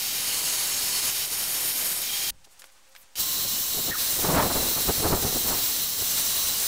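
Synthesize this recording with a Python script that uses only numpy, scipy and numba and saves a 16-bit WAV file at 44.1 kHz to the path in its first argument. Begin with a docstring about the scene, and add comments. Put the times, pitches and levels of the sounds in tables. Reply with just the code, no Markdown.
"""Grinding an axe head

In an open workshop, abrasive grains on a running belt excite the resonances of the grinder's frame and
of an axe head, pressed on flat and then edge-on. The motor cuts out, leaving hum, knocks and sleeve
rustle. Just after this pause, whine and resonances sound about a fourth higher. One short squeal and
more grinding follow, while gusts of wind overload the mono microphone."""
import sys
import numpy as np
from scipy import signal
from scipy.fft import rfft, irfft, next_fast_len
from scipy.io import wavfile
from scipy.ndimage import uniform_filter1d
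from numba import njit

SR = 44100
rng = np.random.default_rng(int(sys.argv[2]) if len(sys.argv) > 2 else 0)


def file_out(sig):
    """Save sig as 16-bit WAV at sys.argv[1]."""
    # one column per channel
    cols = np.atleast_2d(sig).T
    # limit, then scale
    lim = np.clip(cols, -1, 1)
    pcm = np.round(lim * 32767).astype(np.int16)
    wavfile.write(sys.argv[1], SR, pcm)


N = 294145
T = np.arange(N) / SR
STOP_S, START_S, SHIFT_S = 2.306, 3.155, 3.193  # the pause begins, it ends, the sound turns higher

# Passes of the steel along the belt, in three lists: flat, edge-on and after the pause.
# Each row: start and end in seconds, first and last level in dB.
STEEL_PASSES = [
    [(.2, .27, -32, -34), (.27, .4, -29.5, -29.5), (.4, 1.105, -30.5, -29.5)],
    [(1.255, 2.025, -30, -29.5)],
    [(3.98, 4.45, -29, -33.5), (4.45, 5.1, -30, -31), (5.1, 5.8, -33, -30.5), (5.8, 6.2, -39.5, -29.5),
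     (6.2, 6.7, -30.5, -28)],
]


def undb(db):
    """Amplitude ratio for a level in decibels."""
    return 10 ** (np.asarray(db) / 20)


def level(x, db):
    """The signal scaled to an rms level in dB."""
    return x * undb(db) / np.sqrt(np.mean(x ** 2))


def gain(*spans):
    """Envelope with 8 ms fades. Each span: start and end in seconds, first and last level in dB."""
    envelope = sum(undb(np.interp(T, [start, end], [first_db, last_db])) * (T >= start) * (T < end)
                   for start, end, first_db, last_db in spans)
    return uniform_filter1d(envelope, size=350)


@njit
def svf(x, hz, width):
    """Second-order resonator: a state-variable band-pass with unit gain at its moving centre."""
    y, band_state, low_state = np.empty(len(x)), 0., 0.
    for i in range(len(x)):
        g, damping = np.tan(np.pi * hz[i] / SR), width / hz[i]
        band = (band_state + g * (x[i] - low_state)) / (1 + g * (g + damping))
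        band_state = 2 * band - band_state
        low_state += 2 * g * band
        y[i] = damping * band
    return y


def walk(rate):
    """Random modulation: ramps between `rate` random values a second, with a spread near 1."""
    hold = int(SR / rate)
    steps = np.repeat(rng.standard_normal(N // hold + 1), hold)
    return 1.49 * uniform_filter1d(steps, hold)[:N]


def coloured(points, x=None):
    """Spectral shaping of noise, or x, to unit rms. Each point: frequency in Hz, relative level in dB."""
    hz, db = np.transpose(points)
    x = rng.standard_normal(N) if x is None else x
    size = next_fast_len(N)
    f = np.maximum(np.arange(size // 2 + 1) * SR / size, 1.)
    response = undb(np.interp(np.log(f), np.log(hz), db))
    return level(irfft(rfft(x, size) * response, size)[:N], 0)


def grit(scatter_db, count=N):
    """Granular excitation: noise whose samples vary widely in strength, like the impacts of grains."""
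    return rng.standard_normal(count) * undb(scatter_db * rng.exponential(size=count))


def ringing(modes, hiss, hiss_db, flicker_db, scatter_db):
    """Forced vibration: grains drive flickering resonances over a broad hiss; unit rms."""
    drive = grit(scatter_db)
    size = next_fast_len(N)
    f = np.arange(size // 2 + 1) * SR / size
    spectrum, out = rfft(drive, size), 0
    for hz, width, db in modes:
        mode = irfft(spectrum / (1 + (2 * (f - hz) / width) ** 2), size)[:N]
        flicker = walk(14) + 60 / width * walk(6)  # sharp resonances flare more
        out = out + undb(db + flicker_db * flicker) * mode
    return level(level(out, 0) + undb(hiss_db) * coloured(hiss, drive), 0)


def workshop():
    """Ambient noise: drifting outdoor hiss, a wavering hum and a low thump that decays after the stop."""
    # Distant hiss. Each row: frequency in Hz, relative spectrum level in dB.
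    hiss_spectrum = [(25, -4.5), (80, -15.5), (141, -19), (300, -16.5), (500, -19), (820, -12.5),
                     (1500, -14), (4000, -16), (8500, -16.5), (11000, -24.5), (16000, -26)]
    # Hum. Each row: frequency in Hz, rms level in dB.
    hum_tones = [(532.9, -76), (802.6, -80)]
    hum = sum(undb(db + 3 * walk(25)) * np.sqrt(2) * np.sin(2 * np.pi * hz * T + .5 * walk(25))
              for hz, db in hum_tones)
    decay = np.where(T > STOP_S, undb(-46) * np.exp(-np.abs(T - STOP_S) / 0.057), 0)
    thump = coloured([(10, -4.0), (50, -11), (150, -18), (400, -37), (16000, -90)])
    hiss = coloured(hiss_spectrum) * undb(-60 + 1.306 * walk(4.14) + 0.87 * walk(30.77))
    return hiss + hum + decay * thump


def rustles():
    """Friction noise of a sleeve: grainy puffs of band noise under Gaussian envelopes."""
    # Each row: peak time and length in seconds, centre and bandwidth in Hz, level in dB.
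    puffs = [(2.449, 0.0076, 4500, 5000, -51), (2.454, .014, 7000, 8000, -57),
             (2.473, 0.016, 400, 500, -60), (2.525, .03, 9000, 8000, -57), (2.597, .006, 7000, 9000, -45),
             (2.607, 0.014, 9500, 7000, -51), (2.657, .014, 9000, 9000, -56),
             (2.671, .005, 7000, 8000, -53), (2.725, .025, 10000, 8000, -63),
             (2.895, .015, 12000, 6000, -65), (2.925, .016, 6000, 6000, -59),
             (2.986, 0.022, 13500, 4000, -54), (3.012, .02, 14000, 5000, -55),
             (3.025, .018, 10000, 8000, -55)]
    out = np.zeros(N)
    for peak_s, length, hz, width, db in puffs:
        i = int((peak_s - .06) * SR)
        t = T[i:i + 6000] - peak_s
        puff = svf(grit(2.6, len(t)), np.full(len(t), float(hz)), float(width))
        out[i:i + len(t)] += level(puff, db) * np.exp(-(2 * t / length) ** 2 / 2)
    return out


def knocks():
    """Impact excitation: small knocks and the switch each give a tick, damped modes and a noisy tail."""
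    # Each row: start in seconds, level in dB, pitch in Hz, relative level of the tick in dB.
    impacts = [(2.6197, -36, 1700, 3), (2.6415, -35.5, 1500, 1), (2.6903, -49, 2200, -3),
               (2.7005, -52, 2500, -3), (2.9512, -36.5, 1600, -9), (2.9629, -37, 2200, 4),
               (3.1552, -29, 3000, 1)]
    # Each row: multiple of the pitch, relative level in dB, time to decay by 60 dB in seconds.
    modes = [(1, -5, .012), (1.5, -7, 0.009), (2.3, -6, .009)]
    out, t = np.zeros(N), T[:3000]
    for start, db, hz, tick_db in impacts:
        noise = rng.standard_normal(len(t))
        ring = sum(undb(mode_db - 60 * t / t60) * np.sin(2 * np.pi * ratio * hz * t)
                   for ratio, mode_db, t60 in modes)
        tick = svf(noise, np.full(len(t), 5000.), 7000.) * undb(tick_db - 60 * t / .005)
        tail = svf(noise, np.full(len(t), 1.1 * hz), 2500.) * undb(-3 - 60 * t / 0.065)
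        i = int(start * SR)
        out[i:i + len(t)] += undb(db) * (ring + tick + tail)
    bass_cut = signal.butter(2, 550, "high", fs=SR, output="sos")  # small bodies radiate little bass
    return signal.sosfilt(bass_cut, out)


def wind():
    """Turbulence: eddies at the microphone port give a fluttering rumble and a brighter rush."""
    # Each row: peak time in seconds, level in dB, rise and fall in seconds, brightness in dB.
    gusts = [(3.455, -47, 0.031, 0.045, -3), (3.79, -34, 0.035, 0.037, -19),
             (3.89, -35.5, 0.039, 0.043, -15), (4.2, -41, 0.11, 0.038, -4),
             (4.25, -32.5, 0.018, 0.039, -0.5), (4.31, -21.5, 0.054, 0.1, -10),
             (4.395, -28, 0.054, 0.032, 7.5), (4.435, -24.5, 0.029, 0.052, -5),
             (4.507, -34.5, 0.013, 0.016, 7), (4.55, -34.5, 0.035, 0.086, -2),
             (4.65, -32.5, 0.11, 0.095, -18), (4.77, -38.5, 0.088, 0.081, -1),
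             (4.889, -22.5, 0.021, 0.025, -10), (5.001, -31, 0.033, 0.055, -20),
             (5.056, -23, 0.017, 0.021, -6.5), (5.13, -25.5, 0.067, .06, -9), (5.25, -32, 0.057, 0.099, -9),
             (5.362, -32.5, 0.027, 0.03, -17), (5.515, -29.5, .06, 0.086, -2.5),
             (5.72, -49.5, 0.024, 0.15, 0), (6.02, -42, 0.043, 0.034, -8)]
    edge_db = 11.5  # drop in level one rise before or one fall after the peak
    flutter = undb(2.6 * walk(90))
    rumble = coloured([(20, 1), (100, 1.5), (450, 0.1), (900, -8.5), (1800, -21), (4000, -45),
                       (16000, -70)])
    rush = coloured([(200, -32), (700, 7), (1200, 3.0), (2000, -6.5), (3500, -18), (16000, -60)])
    rumble_gain, rush_gain = 0, 0
    for peak_s, peak_db, rise, fall, bright_db in gusts:
        db = peak_db - edge_db * np.abs((T - peak_s) / np.where(T < peak_s, rise, fall)) ** 1.32
        rumble_gain += undb(db)
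        rush_gain += undb(db + bright_db + np.minimum(0.82 * (db + 40), 0))  # the rush grows faster
    return flutter * (rumble_gain * rumble + rush_gain * rush)


def squeal():
    """Frequency modulation: a short gliding tone roughens into scraping noise on the same pitch."""
    # Each row: time in seconds, pitch in Hz, level in dB.
    glide = [(3.909, 1830, -35), (3.914, 1850, -32), (3.931, 1840, -32), (3.936, 1700, -40),
             (3.944, 1480, -35), (3.955, 1330, -36), (3.965, 1420, -43), (3.977, 1750, -40),
             (3.985, 1800, -47)]
    times, pitches, db = np.transpose(glide)
    hz = np.interp(T, times, pitches)
    sounding = (T >= times[0]) * (T < times[-1])
    envelope = uniform_filter1d(undb(np.interp(T, times, db)) * sounding, size=350)
    roughness = np.interp(T, [3.925, 3.94], [.4, .88])
    jittered_hz = hz * (1 + .04 * roughness * walk(400))
    tone = np.sqrt(2) * np.sin(2 * np.pi * np.cumsum(jittered_hz) / SR)
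    scrape = level(svf(svf(rng.standard_normal(N), hz, 700.), hz, 700.), 0)
    shimmer = undb(4 * roughness * walk(300))
    return envelope * (np.sqrt(1 - roughness ** 2) * shimmer * tone + roughness * scrape)


def harmonics(hz, orders):
    """Harmonic series: multiples of one frequency, each wavering a little in strength."""
    return sum(undb(db + 1.4 * walk(9.7)) * np.sqrt(2) * np.sin(2 * np.pi * (k * hz * T + rng.random()))
               for k, db in orders)


def motor_whine():
    """Periodic vibration: a whine of harmonic tones, heard a fourth higher after the pause."""
    # Each row: harmonic number, relative level in dB.
    low_orders = [(1, -10), (3, -3), (4, -0.5), (5, -3)]
    high_orders = [(3, -3.5), (4, 0.5), (5, -2), (6, -4), (7, -3), (9, -13), (11, -11)]
    # Envelopes of the low whine (louder once the steel lifts off), the high whine and its fundamental.
    # Each row: start and end in seconds, first and last level in dB.
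    low_spans = [(0, 1.25, -48, -48.5), (1.25, 2.09, -53, -51), (2.09, 2.3, -44.5, -46)]
    high_spans = [(3.198, 6.7, -47, -47)]
    fundamental_spans = [(3.22, 3.85, -52.5, -58), (3.85, 5.82, -59, -60), (5.82, 6.7, -60, -60)]
    low_hz, high_hz = 799.1, 1065.6
    low = gain(*low_spans) * harmonics(low_hz, low_orders)
    high = gain(*high_spans) * harmonics(high_hz, high_orders)
    fundamental = undb(2.2 * walk(6.6)) * np.sqrt(2) * np.sin(2 * np.pi * high_hz * T)
    return low + high + gain(*fundamental_spans) * fundamental


def rings():
    """Narrow-band resonance: grains excite single sharp modes of steel and frame, flaring at random."""
    # Each row: centre and bandwidth in Hz, start and end in seconds, first and last level in dB.
    sharp_modes = [(4440, 220, .26, 1, -40, -49), (4440, 130, .92, .97, -38, -33),
                   (9550, 110, 1.6, 2.03, -53, -45), (12900, 500, 1.6, 1.98, -41, -41),
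                   (3215, 59, 2.09, 2.3, -39, -43), (3060, 350, 3.157, 3, -44, -42),
                   (2938, 29, 3.2, 3.9, -54, -46), (2940, 40, 5.4, 6.6, -53, -51)]
    out = 0
    for hz, width, *span in sharp_modes:
        centre, width = np.full(N, float(hz)), float(width)
        flare = gain(span) * undb(1.5 * walk(rate=22))
        ring = svf(svf(grit(1.7), centre, width), centre, width)
        out += flare * level(ring, 0)
    return out


def belt_roar():
    """Broadband excitation: the running belt drives the resonances of the frame and wheels."""
    # Resonances before and after SHIFT_S. Each row: centre and width in Hz, relative level in dB.
    low_modes = [(2173, 19, 2), (3060, 47, 3.5), (4000, 34, -9), (5470, 40, 5), (10780, 90, 2),
                 (2270, 500, -35), (2950, 300, -17.5), (3840, 380, 1.5), (4600, 380, 1.5), (5370, 860, 1.5),
                 (6700, 680, 2.5), (7840, 500, -7), (8500, 400, -5), (9450, 720, 0.5), (10750, 400, 1),
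                 (11800, 400, 3), (13100, 630, 2), (14000, 560, -1), (15100, 760, 5)]
    high_modes = [(4036, 40, 8), (4430, 27, -1), (5500, 59, 2), (7700, 33, -4), (14420, 60, 5),
                  (15500, 50, 7), (1130, 200, -34), (2910, 260, -15), (3940, 480, 2), (4360, 230, -18),
                  (5600, 450, -4), (6230, 390, -1.5), (7450, 690, -0.5), (7970, 420, -7), (9550, 370, -3.5),
                  (10400, 420, -7.5), (11800, 600, -4.5), (13250, 590, 2), (14500, 610, 4.5),
                  (15100, 450, 9)]
    # Hiss beneath them. Each row: frequency in Hz, relative spectrum level in dB.
    low_hiss = [(15, -41), (25, -8.5), (489, -10.5), (796, -9), (1290, -10), (3160, -2.5), (3430, -5),
                (14400, -8), (16000, -31)]
    high_hiss = [(15, -34), (25, -3.5), (249, -5.5), (363, -9.5), (2280, -10), (3920, -3), (8590, -5),
                 (14800, -4), (16000, -23)]
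    low_db, high_db, edge_drop_db = -28.1, -26.5, -1.5
    restart_db, overshoot_db, peak_s, settle_s = -39, 5.5, 3.206, 0.014
    low = ringing(low_modes, low_hiss, hiss_db=0.1, flicker_db=0.9, scatter_db=1.85)
    high = ringing(high_modes, high_hiss, hiss_db=0.1, flicker_db=1.6, scatter_db=1.0)
    edge_start, edge_end = STEEL_PASSES[1][0][:2]
    edge_on = (T > edge_start) & (T < edge_end)  # the roar is slightly quieter during this pass
    first_run = undb(low_db + edge_drop_db * edge_on)
    climb = undb(np.interp(T, [START_S, peak_s], [restart_db, high_db + overshoot_db])) * (T >= START_S)
    settle = undb(high_db + overshoot_db * np.exp(-np.abs(T - peak_s) / settle_s))
    envelope = np.select([T < STOP_S, T < peak_s], [first_run, climb], settle)
    return envelope * np.where(T < SHIFT_S, low, high)


def axe_head():
    """Modal response: grains ring the steel while it touches the belt, higher-pitched after the pause."""
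    # Resonances of the steel. Each row: centre and width in Hz, relative level in dB.
    flat = [(995, 34, 0), (6400, 62, -2), (8200, 70, -6), (8000, 60, 3), (1000, 100, -16), (2100, 280, -11),
            (2850, 280, 0.5), (4320, 450, 4), (5170, 420, 0), (6600, 600, 5), (7600, 400, -0.5),
            (8500, 440, -1), (9500, 500, -1), (11000, 660, -1), (13300, 600, -4)]
    edge_on = [(4400, 70, -3), (6545, 70, 0), (4500, 270, -10), (5350, 310, -7), (6570, 340, -14),
               (8030, 300, -1), (9470, 210, 9), (10800, 500, -6), (11550, 400, 0), (13100, 1000, 7),
               (13700, 350, -4)]
    after_pause = [(1120, 33, -10), (3970, 78, -12), (2790, 130, -1.5), (3950, 1200, -2), (4800, 600, -3.5),
                   (6000, 460, 1), (7600, 700, -4), (8740, 420, -2), (9300, 290, 1), (10300, 260, -2.5),
                   (11960, 420, -3), (14260, 450, 3), (15200, 450, 3.5)]
    # Hiss of abrasion. 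Each row: frequency in Hz, relative spectrum level in dB.
    hiss = [(15, -39), (25, -5), (2280, -3), (3920, -17), (5000, -7.5), (11000, 1), (14800, -18.5),
            (16000, -5.5)]
    steel = sum(gain(*passes) * ringing(modes, hiss, hiss_db=-1.1, flicker_db=2.9, scatter_db=2.2)
                for passes, modes in zip(STEEL_PASSES, (flat, edge_on, after_pause)))
    hand_pressure = undb(0.75 * walk(rate=12))
    return steel * hand_pressure


def grinder():
    """Amplitude modulation: belt and steel throb, and the level dips briefly at times."""
    # Each row: start in seconds, depth in dB, hold and recovery in seconds.
    dips = [(0.393, 1, .02, 0.035), (0.713, 1, 0.033, 0.051), (0.995, 1.5, 0.017, .04),
            (1.253, 3, 0.037, .03), (1.928, 3.5, 0.077, .006), (3.906, 7, 0.012, 0.058),
            (4.477, 3, 0.026, .02), (5.09, 1.5, .1, .08), (5.23, 2.5, .05, .05), (5.8, 0.7, 0.081, 0.16)]
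    fall_s = 0.0087
    dip_db = sum(np.interp(T - start, np.cumsum([0, fall_s, hold, recovery]), [0, db, db, 0])
                 for start, db, hold, recovery in dips)
    throb = undb(0.62 * walk(40))  # wheels and belt seam run slightly out of true
    return undb(-dip_db) * (throb * (belt_roar() + axe_head()) + motor_whine() + rings())


def scene():
    """Superposition: all sources add at one microphone, which feeds both channels."""
    mono = grinder() + squeal() + wind() + knocks() + rustles() + workshop()
    return np.array([mono, mono])


def record(dry):
    """Saturation: the input stage flattens gust peaks, sits slightly off zero and cuts the top treble."""
    ceiling, offset, top_hz = .155, .0015, 15750
    clipped = dry / (1 + (dry / ceiling) ** 6) ** (1 / 6) + offset
    return signal.sosfilt(signal.ellip(14, .2, 92, top_hz, fs=SR, output="sos"), clipped)


dry = scene()
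out = record(dry)
file_out(out)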